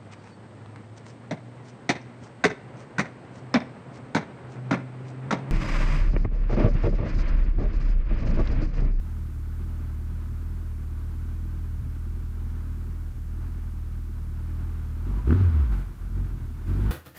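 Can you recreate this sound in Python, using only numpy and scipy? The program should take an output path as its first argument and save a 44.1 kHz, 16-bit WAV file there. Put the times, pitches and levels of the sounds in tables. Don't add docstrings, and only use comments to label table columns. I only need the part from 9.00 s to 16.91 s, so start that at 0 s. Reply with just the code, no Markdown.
import sys
import numpy as np
from scipy import signal
from scipy.fft import rfft, irfft
from scipy.io import wavfile
from scipy.ndimage import uniform_filter1d

SR = 44100
rng = np.random.default_rng(int(sys.argv[2]) if len(sys.argv) > 2 else 0)


def dump(signal):
    limited = np.clip(np.atleast_2d(signal).T, -1, 1)
    pcm = np.round(limited * 32767).astype(np.int16)
    wavfile.write(sys.argv[1], SR, pcm)


N = 348831
TIME = np.arange(N) / SR

# (time [s], length [s], dip of the throb [dB], ragged burning against the throb [dB])
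WEAK_FIRINGS = [(.32, 0.04, -2.5, -14), (2.83, 0.034, -5.5, 3), (4.14, 0.014, -7, -7),
                (6.224, 0.042, -10, -11), (6.35, 0.016, -5, -11.5), (6.517, 0.024, -6.5, -21),
                (6.683, 0.023, -7, -23), (6.856, 0.059, -6, -16), (6.963, 0.034, -18, -27),
                (7.08, .02, -3.5, -7.5), (7.295, 0.026, -4.5, -10), (7.385, .025, -5, -8),
                (7.568, 0.089, -2.5, -11), (7.9, 0.055, -2.5, -13)]


def undb(db):
    return 10 ** (np.asarray(db) / 20)


def unit(x):
    return x / np.sqrt(np.mean(x ** 2))


def curves(rows):
    s, *columns = np.transpose(rows)
    return [np.interp(TIME, s, column) for column in columns]


def noise():
    return rng.standard_normal(N)


def walk(rate):
    hold = int(SR / rate)
    steps = np.repeat(rng.standard_normal(N // hold + 1), hold)
    return unit(uniform_filter1d(steps, hold)[:N])


def bell(s, length):
    return np.exp(-np.minimum(((TIME - s) / length) ** 2, 50))


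def fade(x, decay_s):
    return signal.lfilter([1], [1, -np.exp(-1 / (decay_s * SR))], x)


def band(x, order, low_hz, high_hz):
    return signal.sosfilt(signal.butter(order, [low_hz, high_hz], "band", fs=SR, output="sos"), x)


def ring(x, resonances):
    total = 0
    for hz, width, db in resonances:
        total = total + undb(db) * signal.lfilter(*signal.iirpeak(hz, hz / width, SR), x)
    return total


def colour(x, points):
    hz, db = np.transpose(points)
    size = 8192
    f = np.maximum(np.fft.rfftfreq(size, 1 / SR), 1)
    cepstrum = irfft(np.log(undb(np.interp(np.log(f), np.log(hz), db))))
    cepstrum[1:size // 2] *= 2
    cepstrum[size // 2 + 1:] = 0
    response = irfft(np.exp(rfft(cepstrum)))
    return signal.fftconvolve(x, response / np.linalg.norm(response))[:N]


def throb(turns, hz, first_db, second_db, waver_db=2.0):
    # (multiple of the firing rate, level against the second harmonic [dB])
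    overtones = [(3, -9.5), (4, -16), (5, -25.5), (6, -39.5), (7, -28.5), (9, -31)]
    lope, uneven = .13, .065
    half_order_db, outlet_hz = -14, 46
    angle = 2 * np.pi * turns
    wave = undb(first_db) * np.cos(angle) - undb(second_db) * np.cos(2 * angle)
    for multiple, db in overtones:
        wave -= undb(second_db + db + waver_db * walk(25)) * np.cos(multiple * angle)
    outlet_loss = 1 + (2 * outlet_hz / hz) ** 10
    wave -= undb(first_db + half_order_db) * np.sin(angle / 2) / outlet_loss
    swing = 1 + lope * np.sin(angle / 2) + uneven * walk(60)
    return np.sqrt(2) * wave * swing * undb(stumbles())


def burble(first_db):
    steady_db = -20
    spread = 1.9
    share = undb(steady_db)
    for s, length, _, db in WEAK_FIRINGS:
        share = share + undb(db) * bell(s, spread * length)
    return undb(first_db) * share * unit(band(noise(), 3, 42, 125))


def firings(turns, scatter_db, jitter_s):
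    cylinders = [5.5, 4.5, 7.1, -3.5]
    at = np.flatnonzero(np.diff(np.floor(turns)) > 0)
    chance = rng.standard_normal((len(at), 2))
    late = (jitter_s * SR * chance[:, 0]).astype(int)
    strength_db = np.resize(cylinders, len(at)) + scatter_db * chance[:, 1]
    pulses = np.zeros(N)
    pulses[np.clip(at + late, 0, N - 1)] = undb(strength_db)
    return pulses / np.sqrt(np.gradient(turns))


def silencer(x):
    # (frequency [Hz], width [Hz], level [dB])
    chambers = [(175, 56, -8), (236, 136, 16.5), (284, 9.9, -38), (388, 110, -7.5)]
    return band(ring(x, chambers), 4, 115, 390)


def exhaust(turns, hz, level_db, pulse_db=-7, gas_db=-6, echo_s=0.00876, echo_db=-5):
    pulses = firings(turns, scatter_db=0.6, jitter_s=0.00023)
    knocks = pulses + undb(echo_db) * np.roll(pulses, int(echo_s * SR))
    puffs = noise() * fade(pulses, decay_s=.035) * hz.min() / hz
    mix = undb(pulse_db) * unit(silencer(-knocks)) + undb(gas_db) * unit(silencer(puffs))
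    return undb(level_db) * mix


def rush(pull_gain, drift_db):
    # (frequency [Hz], level [dB])
    gas_colour = [(500, -6), (1300, 25), (2900, 11.5), (4200, 9.5), (6000, 6), (10000, 7.5), (15000, 6)]
    idle_db, drift_share = -72, 4.1
    return (undb(idle_db + drift_share * drift_db) + pull_gain) * colour(noise(), gas_colour)


def cases(x):
    # (frequency [Hz], level [dB])
    radiation = [(350, -18.5), (500, -0.5), (700, -1), (900, -0.5), (1200, 2.5), (1530, 0), (1850, -7),
                 (2400, -11), (3000, -13.5), (4200, -19), (7000, -31), (15000, -51)]
    # (frequency [Hz], width [Hz], level [dB])
    narrow_rings = [(879, 8.6, 1.5), (988, 34, -9.5), (1275, 20, -17), (1500, 125, -10.5), (2240, 430, -10)]
    return colour(x + ring(x, narrow_rings), radiation)


def clatter(turns, level_db, tick_db=-7.0, whirr_db=-1, flicker_db=1.05):
    ticks = noise() * fade(firings(turns + .5, scatter_db=0.5, jitter_s=0.00051), decay_s=0.013)
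    whirr = noise() * undb(flicker_db * walk(25))
    return undb(level_db) * cases(undb(tick_db) * unit(ticks) + undb(whirr_db) * whirr)


def street_and_hiss():
    # (frequency [Hz], relative level [dB])
    floor = [(20, 16), (60, 19), (150, 33), (500, 5.5), (1500, 6), (3000, -1), (6000, -1.5), (10000, -2),
             (15500, -2.5)]
    return undb(-53) * colour(noise(), floor)


def stumbles():
    return sum(db * bell(s, length) for s, length, db, _ in WEAK_FIRINGS)


def pulls():
    # (time [s], length [s], stronger throb [dB], harder burn [dB],
    # extra clatter [dB], gas rush [dB])
    loads = [(6.038, 0.15, 0.5, 3.5, 3.5, -70), (6.245, 0.095, 1.5, 8, 6.5, -64),
             (6.393, 0.096, 2.5, -1, -1.5, -74), (6.688, 0.12, 3, 4, 4.5, -60),
             (7.123, .14, 0, 5.5, 2, -72), (7.652, .27, 0.5, 7.5, 6.5, -61)]
    attack_s, release_s = .035, .025
    total = 0
    for s, length, throb_db, burn_db, clatter_db, rush_db in loads:
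        rise = np.clip((TIME - s) / attack_s, 0, 1)
        release = np.exp(-np.maximum(TIME - s - length, 0) / release_s)
        total = total + np.outer([throb_db, burn_db, clatter_db, undb(rush_db)], rise * release)
    return total


def whistles(waver_hz=8):
    # (time [s], middle frequency [Hz], level [dB])
    tones = [(6.135, 960, -55), (6.197, 977, -50)]
    waver = waver_hz * walk(80)
    total = 0
    for s, hz, db in tones:
        tone = np.sin(2 * np.pi * np.cumsum(hz + waver) / SR)
        total = total + undb(db) * bell(s, .02) * tone
    return np.sqrt(2) * total


def barks(crack_s=0.0012, crack_top_hz=2200):
    # (time [s], thump [dB], crack before filtering [dB])
    hard_firings = [(6.274, -19.5, -33.5), (6.290, -21, -38), (6.302, -14, -25.5), (6.323, -14, -26),
                    (6.342, -31, -36), (6.358, -21.5, -51), (6.409, -21.5, -37)]
    punch = band(signal.unit_impulse(4096), 5, 105, 370)
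    crest = punch.argmax()
    thumps, cracks = np.zeros((2, N))
    for s, thump_db, crack_db in hard_firings:
        at = int(s * SR)
        thumps[at] = undb(thump_db)
        cracks[at + crest] = undb(crack_db)
    dull = signal.butter(1, crack_top_hz, fs=SR, output="sos")
    gas = signal.sosfilt(dull, noise() * fade(cracks, crack_s))
    return signal.fftconvolve(thumps, -punch / np.abs(punch).max())[:N] + cases(gas)


def scene():
    # (time [s], firing rate [Hz])
    idle = [(0.0, 39.2), (0.38, 37.4), (0.66, 40.2), (0.96, 37.3), (1.14, 40.1), (1.29, 37.7), (1.56, 40.2),
            (1.76, 37.3), (2.49, 40.1), (2.84, 38.2), (3.17, 40.6), (3.3, 39.3), (3.43, 40.4), (3.69, 38.8),
            (3.95, 39.8), (4.16, 37.9), (4.43, 40.5), (4.85, 38.7), (4.97, 39.9), (5.29, 38.3),
            (5.71, 40.0), (5.9, 37.6)]
    # (time [s], firing rate [Hz])
    revs = [(6.022, 40.06), (6.13, 48.29), (6.239, 47.53), (6.35, 93.5), (6.401, 96.77), (6.5, 81.95),
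            (6.6, 73.64), (6.69, 53.68), (6.761, 45.64), (7.02, 40.17), (7.208, 45.92), (7.438, 38),
            (7.611, 38), (7.689, 44.1), (7.892, 52.5)]
    # (time [s], level [dB])
    drift = [(0, -0.5), (.22, 0.5), (.35, 0), (.7, 1), (1.55, 0.4), (1.75, -0.2), (2.15, 0.6), (3.3, -0.3),
             (3.48, 0.65), (3.88, 0), (4.2, -1.5), (4.46, 0.7), (4.62, -1), (5.15, -0.85), (5.62, 1.5),
             (6.0, 1), (7.0, -1), (7.55, 0.4)]
    # (base level at idle [dB], slope with revs [dB per octave],
    # share of the burn [1], share of a stumble [1], share of the drift [1])
    second_law = (-33.5, -9.5, 1.04, 0.5, 1.34)
    silencer_law = (-46.5, 12.5, 1.1, 0.35, 1.44)
    clatter_law = (-59.5, 10, 0, -0.05, 1.78)
    idle_hz = 39.2
    clatter_lag_s = 0.062
    throb_db, knee_hz, knee_order = -19, 51.6, 5.96

    hz, = curves(list(idle) + list(revs))
    drift_db, = curves(drift)
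    push_db, burn_db, rattle_db, pull_gain = pulls()
    dip_db = stumbles()
    octaves = np.log2(hz / idle_hz)
    late_octaves = fade(octaves, clatter_lag_s) / (clatter_lag_s * SR)

    def level(law, octaves_up):
        db, slope, burn, dip, drift_share = law
        return db + slope * octaves_up + burn * burn_db + dip * dip_db + drift_share * drift_db

    pipe_loss_db = 10 * np.log10(1 + (knee_hz / hz) ** (2 * knee_order))
    first_db = throb_db - pipe_loss_db + push_db
    turns = np.cumsum(hz * (1 + 0.0091 * walk(30))) / SR
    bass = throb(turns, hz, first_db, level(second_law, octaves)) + burble(first_db)
    tailpipe = bass + exhaust(turns, hz, level(silencer_law, octaves)) + rush(pull_gain, drift_db) + barks()
    machine = clatter(turns, level(clatter_law, late_octaves) + rattle_db) + whistles()
    return (tailpipe + machine + street_and_hiss())[None]


def record(dry):
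    return signal.sosfilt(signal.ellip(10, .1, 80, 15500, fs=SR, output="sos"), dry)


dry = scene()
out = record(dry)
dump(out)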